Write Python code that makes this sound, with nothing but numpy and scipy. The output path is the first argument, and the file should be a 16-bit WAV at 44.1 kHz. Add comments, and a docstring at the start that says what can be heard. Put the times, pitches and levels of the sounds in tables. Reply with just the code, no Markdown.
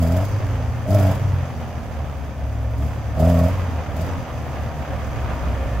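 """A small four-cylinder off-roader crawls over a dirt bank in a wood, a few metres from a stereo microphone.
On short stabs of the throttle its exhaust booms in low harmonics of the firing rate, barks as each firing
kicks a pipe resonance, and spits shaped noise as hiss; between stabs the revs run down.
Clatter, fan air and rumble are coloured noise, and loose panels ring with random taps. Grit crackles under
the tyres, a spring bush chirps once, the trees echo the bark, and other engines drone farther off as tones."""
import sys
import numpy as np
from scipy import signal
from scipy.fft import rfft, irfft, next_fast_len
from scipy.io import wavfile
from scipy.ndimage import uniform_filter1d, map_coordinates

SR = 44100
rng = np.random.default_rng(int(sys.argv[2]) if len(sys.argv) > 2 else 0)


def put_to_file(sound):
    """Save the sound as 16-bit audio at rate SR, in the file named by the first command-line argument."""
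    columns = np.atleast_2d(sound).T  # one column per channel
    safe = np.clip(columns, -1, 1)
    whole_steps = np.round(safe * 32767)
    wavfile.write(sys.argv[1], SR, whole_steps.astype(np.int16))


N = 255780


def amp(db):
    """Decibels to gain."""
    return 10 ** (np.asarray(db) / 20)


def unit(x):
    """Scale to rms 1."""
    return x / np.sqrt(np.mean(x ** 2) + 1e-20)


def along(points, hz):
    """Read (Hz, value) points on a log frequency axis."""
    f, v = np.transpose(points)
    return np.interp(np.log(hz + 1), np.log(f + 1), v)


def curves(rows):
    """One value per sample for each column after the time."""
    s, *cols = np.transpose(rows)
    t = np.arange(N) / SR
    return [np.interp(t, s, c) for c in cols]


def wobble(rate):
    """A smooth random curve through rate knots a second."""
    knots = rng.standard_normal(N // 40)
    return map_coordinates(knots, [np.arange(N) * rate / SR], mode="wrap")


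def filtered(x, response):
    """Pass x through a complex response of frequency."""
    m = next_fast_len(N + SR // 2)
    spectrum = rfft(x, m) * response(np.fft.rfftfreq(m, 1 / SR))
    return irfft(spectrum, m)[..., :N]


def resonances(modes):
    """Causal response of (Hz, width Hz, dB) modes, summed with alternating sign."""
    def response(f):
        total = 0
        for k, (centre, width, db) in enumerate(modes):
            mode = 1j * f * width / (centre * centre - f * f + 1j * f * width)
            total = total + (-1) ** k * amp(db) * mode
        return total
    return response


# how alike the two microphone channels are: pitch_hz, likeness (1 same, 0 unrelated, negative opposed)
LIKENESS = [(25, 0.7), (70, 0.51), (500, 0.92), (1000, 0.71), (2000, 0.57), (4000, 0.3), (8000, 0.16),
            (14000, -0.25)]


def spread(pair):
    """Two unrelated signals become left and right: most alike near 500 Hz, apart in the treble."""
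    def mid_side(hz):
        turn = np.arccos(np.clip(along(LIKENESS, hz), -1, 1)) / 2
        return np.array([np.cos(turn), np.sin(turn)])
    mid, side = filtered(pair, mid_side)
    return unit(np.array([mid + side, mid - side]))


def rush(spectrum, gate=1):
    """Turbulent stereo noise of rms 1, chopped by a gate and then coloured."""
    chopped = gate * rng.standard_normal((2, N))
    return spread(filtered(chopped, lambda hz: amp(along(spectrum, hz))))


def puffs(cycles, decay, scatter_db):
    """An envelope that jumps once a cycle to a new height and dies away within it (decay in cycles)."""
    sizes = amp(scatter_db * rng.standard_normal(N // 100))
    return unit(sizes[cycles.astype(int)] * np.exp(-(cycles % 1) / decay))


# stabs of the throttle: start_s, length_s, climb_s, pulling_hz, flare_hz, flare_length_s, settling_hz,
# first_spit_s, then relative boom_db, overtone_db, bark_db, hiss_db
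THROTTLE_STABS = [(-.045, 0.29, .11, 83.55, 103.9, .2, 86.93, .029, -17, -23, -27, -50),
                  (.73, 0.058, 0.0504, 84.45, 87.21, 0.02005, 87.23, .77, -45, -41, -57, -70),
                  (.874, .255, .07, 103.1, 102.9, .08, 84.32, .908, -12.5, -19, -24.5, -48.5),
                  (2.76, 0.13, 0.097, 72.77, 76.2, 0.058, 74.92, 2.808, -20.5, -30.5, -38.5, -58.5),
                  (3.168, .32, .118, 87.16, 94.5, .08, 75.65, 3.194, -14.5, -19.5, -22, -50),
                  (3.94, 0.12, 0.099, 86.3, 90.7, 0.053, 82.24, 3.96, -25.5, -33.5, -35.5, -55.5)]
OVERRUN_S = .052  # the revs peak just after the throttle shuts
WHEEL_HZ, DRAG_S = 80.84, .23  # the slipping clutch drags the firing rate toward that of the wheels
RUN_DOWN_HZ_PER_S, SETTLE_HZ_PER_S = 64, 12.2  # off the throttle the revs fall fast, then slowly
FLYWHEEL_S = 0.045  # the flywheel rounds off every change of speed
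HUNT_HZ, HUNTS_PER_S = .5, 12  # the speed is never quite steady


def revs():
    """Firing rate: a stab lifts it, the clutch drags on it, it flares as the clutch opens, then runs down."""
    t = np.arange(N) / SR
    hz = np.full(N, float(THROTTLE_STABS[0][3]))
    for start, length, climb_s, pull_hz, flare_hz, flare_s, settle_hz, *_ in THROTTLE_STABS:
        grip, peak = start + climb_s, start + length + OVERRUN_S
        free = max(peak - flare_s, grip)
        dragged_hz = WHEEL_HZ + (pull_hz - WHEEL_HZ) * np.exp((grip - free) / DRAG_S)
        start_hz = np.interp(start, t, hz)
        driven = np.interp(t, [start, grip, free, peak], [start_hz, pull_hz, dragged_hz, flare_hz])
        run_down = flare_hz - RUN_DOWN_HZ_PER_S * (t - peak)
        settling = settle_hz - SETTLE_HZ_PER_S * (t - peak)
        hz = np.select([t < start, t < peak], [hz, driven], np.maximum(run_down, settling))
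    return uniform_filter1d(hz, int(FLYWHEEL_S * SR)) + HUNT_HZ * wobble(HUNTS_PER_S)


FADE_DB_PER_S, LINGER_S = 12.5, 0.18  # a held stab fades; a little of it may linger on the overrun


def throttle(part, attack_s, release_s, lead_s=0, early_s=0, snap_db=-120, linger_db=-120):
    """Gain the stabs give a part: attack, fading hold, release, perhaps a snap and a lingering tail."""
    t, gain = np.arange(N) / SR, np.zeros(N)
    for start, length, *_, boom_db, overtone_db, bark_db, hiss_db in THROTTLE_STABS:
        db = dict(boom=boom_db, overtones=overtone_db, bark=bark_db, hiss=hiss_db)[part]
        age = t - start
        shut = np.maximum(age - length + early_s, 0)
        opening = np.sin(np.pi / 2 * np.clip((age + lead_s) / attack_s, 0, 1)) ** 2
        tail = amp(linger_db) * np.exp(-shut / LINGER_S)
        closing = np.maximum(np.exp(-shut / release_s), tail)
        snap = amp(snap_db) * np.exp(-np.abs(age - length) / 0.059)  # as the throttle shuts
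        fading = amp(db - FADE_DB_PER_S * np.clip(age, 0, length))
        gain += fading * (opening * closing + snap)
    return gain


# the grille swings toward the microphone: time_s, front_gain_db (each part takes its own share)
FACING_GAIN = [(0, 1.5), (2.4, -0.5), (3.8, 4), (4.4, 3), (5.35, 9.5), (5.8, 9)]
CRUISE_HZ = 80  # reference firing rate


def running(law, hz):
    """Gain of a part off the throttle: it follows the revs and the turn of the front."""
    db, db_per_octave, front_share = law
    octaves = np.log2(hz / CRUISE_HZ)
    return amp(db + db_per_octave * octaves + front_share * curves(FACING_GAIN)[0])


BARK_LEAD = .5  # the bark comes this many firings before the spit


def cylinder_count(firings):
    """Firings counted from the first spit of the latest stab: every fourth spits, just after its bark."""
    t, count = np.arange(N) / SR, firings
    for start, *_, first_spit, boom_db, overtone_db, bark_db, hiss_db in THROTTLE_STABS:
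        first = np.round(np.interp(first_spit, t, firings) - BARK_LEAD) % len(CYLINDER_STRENGTHS)
        recount = firings - first - BARK_LEAD + 2 * len(CYLINDER_STRENGTHS)
        count = np.where(t > start - OVERRUN_S, recount, count)
    return count


# brief dips of the coasting boom: time_s, depth_db
BOOM_DIPS = [(.27, -4), (1.48, -7), (2.34, -6), (3.03, -4), (3.85, -7), (4.26, -13), (4.72, -6),
             (4.86, -10)]
FALTER_S = .026


def faltering():
    """Gain of the brief dips in the coasting boom, which the body rumble shares."""
    t = np.arange(N) / SR
    return amp(sum(db * np.exp(-((t - s) / FALTER_S) ** 2) for s, db in BOOM_DIPS))


# the boom off the throttle: time_s, level_db
COASTING_BOOM = [(0, -29), (.36, -22), (.52, -21.5), (.8, -30.5), (1.17, -29), (1.29, -18), (1.41, -24),
                 (1.62, -38), (2, -30.5), (2.3, -32), (2.49, -24.5), (2.85, -28), (3.03, -32.5),
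                 (3.13, -24), (3.68, -24.5), (3.9, -27.5), (4.15, -30), (4.45, -33), (4.72, -27.5),
                 (5, -31), (5.55, -24), (5.8, -25)]
# what the silencer lets through: pitch_hz, gain_db
SILENCER_GAIN = [(125, -14), (145, 1), (172, 1), (205, -12), (230, -4.5), (260, -3), (300, -11),
                 (345, -26.5), (400, -17.5), (435, -23), (520, -30)]
# overtones off the throttle: level_db at the reference rate, db_per_octave of revs, front_share
OVERTONE_LAW = (-39.5, 8, 0.25)
COAST_SECOND_DB = -5.5  # off the throttle the pulses round off and the second order weakens
LOPE, CHUG = .17, .2  # unevenness once a turn, and once in four firings


def boom(hz, firings, load):
    """The low orders of the exhaust pass the silencer: steadier under load, a little lumpy when coasting."""
    coasting_first = amp(curves(COASTING_BOOM)[0]) * faltering()
    driven_first = throttle("boom", attack_s=0.075, release_s=0.047, lead_s=0.0023, early_s=0.036,
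                            linger_db=-8.5)
    first = np.hypot(coasting_first, driven_first)
    coasting = running(OVERTONE_LAW, hz)
    driven = throttle("overtones", attack_s=0.076, release_s=0.046, lead_s=0.018, early_s=0.03,
                      linger_db=-9)
    uneven = LOPE * np.cos(np.pi * firings) + CHUG * np.cos(np.pi * firings / 2)
    lope = 1 + (1 - .7 * load) * uneven

    def lumps():
        return lope * amp((1.3 - .75 * load) * wobble(20))

    tone = first * lumps() * np.cos(2 * np.pi * firings)
    for k in range(2, 6):
        overtone = np.hypot(coasting * amp(COAST_SECOND_DB * (k == 2)), driven)
        passed = overtone * amp(along(SILENCER_GAIN, k * hz))
        tone += passed * lumps() * np.cos(2 * np.pi * k * firings)
    return np.sqrt(2) * tone


# tailpipe resonances: pitch_hz, width_hz, relative_db
PIPE_MODES = [(512, 30, -6), (602, 46, -1), (645, 52, 2), (692, 60, -3), (805, 70, -11)]
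# broad resonance of the chamber before the pipe: pitch_hz, width_hz, relative_db
CHAMBER_MODE = [(635, 150, 0)]
ROUND_TRIP_S, RETURN_SHARE = .0096, .35


def tailpipe(x):
    """Sound passes the chamber and rings in the pipe; part runs back up the exhaust and returns."""
    def response(hz):
        returned = 1 + RETURN_SHARE * np.exp(-2j * np.pi * hz * ROUND_TRIP_S)
        return resonances(PIPE_MODES)(hz) * resonances(CHAMBER_MODE)(hz) * returned
    return filtered(x, response)


# the four cylinders, two far harder, one of them in every turn: relative strength_db
CYLINDER_STRENGTHS = [13, 2, 12, 1]
# upper tailpipe modes that rasp under load: pitch_hz, width_hz, relative_db
RASP_MODES = [(1324, 78, 12.5), (2380, 210, 1), (5070, 140, -3.5)]
# bark off the throttle: level_db at the reference rate, db_per_octave of revs, front_share
BARK_LAW = (-57, 0.99, 0.54)
RASP_DB, RASP_DB_PER_OCTAVE = -22.5, 28  # relative to the bark under throttle, at the reference rate


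def bark(hz, firings):
    """Firings kick chamber and pipe; strong and weak alternate, so it growls an octave under the boom."""
    count = cylinder_count(firings) + BARK_LEAD
    at = np.flatnonzero(np.diff(np.floor(count))) + 1
    chance = rng.standard_normal((len(at), 2))  # timing and strength of each firing
    late = np.round(.00003 * SR * chance[:, 0]).astype(int)
    strength_db = np.take(CYLINDER_STRENGTHS, count[at].astype(int), mode="wrap")
    kicks = np.zeros(N)
    kicks[np.clip(at + late, 0, N - 1)] = amp(strength_db + chance[:, 1])
    gas = unit(kicks) + .1 * rng.standard_normal(N)
    pipe = unit(tailpipe(gas))
    rasp_puffs = puffs(count, decay=.3, scatter_db=1.2) * rng.standard_normal(N)
    rasp = unit(filtered(rasp_puffs, resonances(RASP_MODES)))
    drive = throttle("bark", attack_s=0.12, release_s=0.004, lead_s=0.053)
    swell = throttle("bark", attack_s=0.12, release_s=0.0083)
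    rasping = amp(RASP_DB + RASP_DB_PER_OCTAVE * np.log2(hz / CRUISE_HZ))  # grows with the revs
    return np.hypot(running(BARK_LAW, hz), drive) * pipe + rasping * swell * rasp


# colour of the escaping gas: pitch_hz, relative_db
HISS_COLOUR = [(900, -40), (1500, -5), (2500, 0), (3400, 7.5), (4100, -1), (4950, 10), (5500, 0), (6300, 6),
               (7700, 4.5), (8800, -5.5), (10500, 2.5), (12600, 6.5), (15700, 4)]
# hiss off the throttle: relative_db at the reference rate, db_per_octave of revs, front_share
HISS_LAW = (-63, 4.1, 0.41)
SPIT_RISE_S, SPIT_DECAY_S, SPIT_DB = .003, .010, 7.5  # size relative to the throttled flow


def hiss(hz, firings):
    """Gas hisses out with the firings; under throttle one cylinder spits sharply, every fourth firing."""
    count = cylinder_count(firings)
    cycles = count / len(CYLINDER_STRENGTHS)
    age = cycles % 1 * len(CYLINDER_STRENGTHS) / hz  # seconds since the spit began
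    sizes = amp(SPIT_DB + 1.5 * rng.standard_normal(N // 100))[cycles.astype(int)]
    rise = np.minimum(age / SPIT_RISE_S, 1)
    spit = sizes * rise * np.exp(-np.maximum(age - SPIT_RISE_S, 0) / SPIT_DECAY_S)
    flow = throttle("hiss", attack_s=0.085, release_s=0.034, lead_s=0.022, early_s=.003, snap_db=-12)
    chop = (.62 + .35 * puffs(count, decay=.45, scatter_db=1.8)) * amp(1.1 * wobble(42))
    level = np.hypot(running(HISS_LAW, hz), flow * np.hypot(1, spit))
    return amp(6.0) * level * rush(HISS_COLOUR, chop)


# the hardest firings pop out of the pipe: start_s, hiss_db, bark_db
PIPE_POPS = [(.031, -42, -34), (.943, -32.5, -16), (1.029, -40, -32), (3.194, -40, -34), (3.964, -45, -38),
             (4.009, -39.5, -33)]
POP_RISE_S, POP_DECAY_S = .002, .006


def pops():
    """A hard firing spits a crisp puff of gas and rings the pipe."""
    t, puff, thud = np.arange(N) / SR, np.zeros(N), np.zeros(N)
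    ring = tailpipe(signal.unit_impulse(N))
    for s, hiss_db, bark_db in PIPE_POPS:
        age = np.maximum(t - s, 0)
        rise = np.minimum(age / POP_RISE_S, 1)
        puff += amp(hiss_db) * rise * np.exp(-np.maximum(age - POP_RISE_S, 0) / POP_DECAY_S)
        thud += amp(bark_db) * np.interp(t - s, t, ring, left=0) / np.abs(ring).max()
    return puff * rush(HISS_COLOUR) + thud


# roar off the throttle: level_db at the reference rate, db_per_octave of revs, front_share
ROAR_LAW = (-49.5, 20, -0.45)


def roar(hz, firings):
    """Gas churns in the silencer with every firing, most at high revs and as the throttle opens."""
    # pitch_hz, relative_db
    colour = [(130, -32), (200, 0.5), (280, -3.0), (340, -12.5), (410, -4), (480, -7), (700, -34.5)]
    gulp = amp(-14) * throttle("overtones", attack_s=0.062, release_s=0.15, lead_s=.03, early_s=.12)
    churn = rush(colour, puffs(firings, decay=0.79, scatter_db=3.0))
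    return np.hypot(running(ROAR_LAW, hz), gulp) * churn


# colour of the rumble: pitch_hz, relative_db
RUMBLE_COLOUR = [(15, -12), (28, -17), (45, 1.5), (70, 5), (130, 3.5), (180, -7.5), (270, -6.5), (340, -19),
                 (500, -17), (900, -47.5)]
# rumble off the throttle: relative_db at the reference rate, db_per_octave of revs, front_share
RUMBLE_LAW = (-39.5, 4, 0.45)


def rumble(hz):
    """Turbulent exhaust flow and the shaking body, as low noise."""
    surge = amp(-23) * throttle("boom", attack_s=.04, release_s=.08)
    level = np.hypot(running(RUMBLE_LAW, hz) * faltering(), surge)
    return amp(9.0) * level * rush(RUMBLE_COLOUR)


# colour of the clatter: pitch_hz, relative_db
CLATTER_COLOUR = [(180, -43), (320, -11), (428, -9.5), (538, 0), (700, -1.5), (860, -7), (977, -8.5),
                  (1240, -12), (1400, -13), (2400, -18.5), (3280, -23), (4200, -33), (7000, -53),
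                  (12000, -74)]
# ringing of the valve gear: pitch_hz, width_hz, relative_db
VALVE_MODES = [(4670, 330, 1.5), (6130, 600, 2), (7620, 520, -10)]
# clatter off the throttle: relative_db at the reference rate, db_per_octave of revs, front_share
CLATTER_LAW = (-41, 7.9, 0.53)
# valves: level_db at the reference rate, db_per_octave of revs, front_share
VALVE_LAW = (-56, 10, 0.45)


def engine_bay(hz, firings):
    """Clatter beats with the crank, gears and chain repeat every turn, valves tick; stabs add strain."""
    turns = firings / 2

    def knock():
        each_turn = puffs(turns, decay=.35, scatter_db=2.5)
        return each_turn + puffs(firings, decay=.3, scatter_db=2.5)

    unsteady = amp(1.2 * wobble(34) + .7 * wobble(7))
    clatter = rush(CLATTER_COLOUR, (1 + .35 * knock()) * unsteady)
    one_turn = rng.standard_normal(size=512)
    repeated = map_coordinates(one_turn, [turns % 1 * len(one_turn)], mode="wrap")
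    whirr = .62 * unit(filtered(repeated, lambda f: amp(along(CLATTER_COLOUR, f))))
    ticks = (1 + 0.23 * knock()) * amp(wobble(36)) * rng.standard_normal((2, N))
    valves = spread(filtered(ticks, resonances(VALVE_MODES)))
    strain = amp(-21.0) * throttle("boom", attack_s=0.21, release_s=0.037)
    level = amp(2.5) * np.hypot(running(CLATTER_LAW, hz), strain)
    return level * (clatter + whirr) + running(VALVE_LAW, hz) * valves


# air through the radiator: pitch_hz, relative_db
FAN_COLOUR = [(200, -2.5), (340, 4), (430, -2), (560, 3), (700, -17), (1000, 5.5), (1230, 6), (1450, 0),
              (2400, -5), (3300, -12.5), (4200, -18), (9000, -43)]
# fan air: level_db at the reference rate, db_per_octave of revs, front_share
FAN_LAW = (-46.5, 11.7, 1.1)


def fan(hz):
    """The radiator fan pushes a fluttering stream of air through the grille."""
    flutter = amp(1.4 * wobble(28) + .8 * wobble(7))
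    return running(FAN_LAW, hz) * rush(FAN_COLOUR, flutter)


# loose panels and fittings: pitch_hz, width_hz, relative_db
LOOSE_PANELS = [(431, 61, 2), (534, 12, 6), (936, 10, 5.5), (1200, 32, 0), (1767, 48, 0), (2470, 81, -5.5)]
# rattle: level_db at the reference rate, db_per_octave of revs, front_share
RATTLE_LAW = (-49.5, 0.68, 1.06)
RATTLES_PER_S = 130  # mean, for each panel and channel


def rattle(hz):
    """Each loose panel rings with dense, random taps."""
    rings = 0
    for panel in LOOSE_PANELS:
        taps = (rng.random((2, N)) < RATTLES_PER_S / SR) * rng.uniform(-1.1, 1, (2, N))
        rings = rings + amp(panel[2]) * unit(filtered(taps, resonances([panel])))
    return running(RATTLE_LAW, hz) * spread(rings)


def squeak(s, hz, db, length):
    """A dry spring bush chirps as the axle twists: a short, unsteady tone."""
    t = np.arange(N) / SR
    swell = np.exp(-((t - s) / length) ** 2)
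    return amp(db) * swell * np.sin(2 * np.pi * hz * t + 0.23 * wobble(51))


def grit():
    """Small stones and twigs snap under the tyres: random bursts of noise, about 22 a second."""
    sizes = amp(2.5 * np.minimum(rng.exponential(size=N), 2))
    snaps = (rng.random(N) < 22 / SR) * sizes
    life = np.exp(-np.arange(SR // 50) / SR / .0022)
    colour = [(800, -30), (1800, 9), (4000, 2), (7000, -2), (15000, -4)]  # pitch_hz, relative_db
    return amp(-66) * rush(colour, signal.fftconvolve(snaps, life)[:N])


def trees(x, t60):
    """Trunks scatter a short, thin echo: decaying noise that starts after 8 ms."""
    t = np.arange(SR // 2) / SR
    tail = rng.standard_normal((2, len(t))) * amp(-60 * t / t60) * (t > .008)
    return signal.fftconvolve(x[None], tail / np.linalg.norm(tail[0]), axes=1)[:, :N]


# another engine among the trees: time_s, firing pitch_hz, mean level_db
SECOND_ENGINE = [(0, 105.5, -48), (.45, 110.5, -23), (.85, 117, -24.5), (1.4, 133, -27.5), (1.8, 116, -43),
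                 (2.33, 100, -51), (2.5, 104, -28), (2.7, 110.2, -23), (3.3, 110, -30), (3.6, 117, -31.5),
                 (4.25, 117, -54), (4.7, 114, -41.5), (5.1, 111, -32), (5.8, 110.5, -36.5)]
# a third engine swells briefly: time_s, firing pitch_hz, mean level_db
THIRD_ENGINE = [(.2, 52.6, -48), (.55, 57.9, -24), (.85, 71.3, -40), (1.3, 73.3, -72)]


def far_engine(track):
    """Another vehicle among the trees: little but its firing note carries."""
    hz, db = curves(track)
    phase = 2 * np.pi * (np.cumsum(hz) / SR + .015 * wobble(12))
    return amp(db + wobble(7.16)) * (np.cos(phase) + amp(-36) * np.cos(2 * phase))


def scene():
    """Firing rate and throttle drive the near engine's parts; wheels and far engines join them."""
    hz = revs()
    firings = .5 + np.cumsum(hz) / SR
    pull = throttle("bark", attack_s=0.11, release_s=0.015)
    load = np.clip(amp(42) * pull, 0, 1)  # 0 coasting, 1 full load
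    pipe = bark(hz, firings)
    echo = amp(-14) * trees(pipe, t60=.35)
    exhaust = boom(hz, firings, load) + pipe + echo + hiss(hz, firings) + pops()
    exhaust = exhaust + roar(hz, firings) + rumble(hz)
    body = engine_bay(hz, firings) + fan(hz) + rattle(hz)
    wheels = grit() + squeak(s=3.397, hz=1110, db=-32.5, length=0.018)
    return exhaust + body + wheels + far_engine(SECOND_ENGINE) + far_engine(THIRD_ENGINE)


# colour of the two microphone ports: pitch_hz, left_minus_right_db
PORT_LEAN = [(25, -3), (70, 0.5), (250, -0.8), (550, -0.8), (1000, -3), (2400, -0.5), (6000, 1), (15000, 0)]
TOP_HZ = 15780  # band limit


def record(dry):
    """The two microphone ports differ slightly in colour; nothing passes above the band limit."""
    def ports(hz):
        lean_db = along(PORT_LEAN, hz)
        return amp(np.array([lean_db, -lean_db]) / 2) * (hz < TOP_HZ)
    return filtered(dry, ports)


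dry = scene()
out = record(dry)
put_to_file(out)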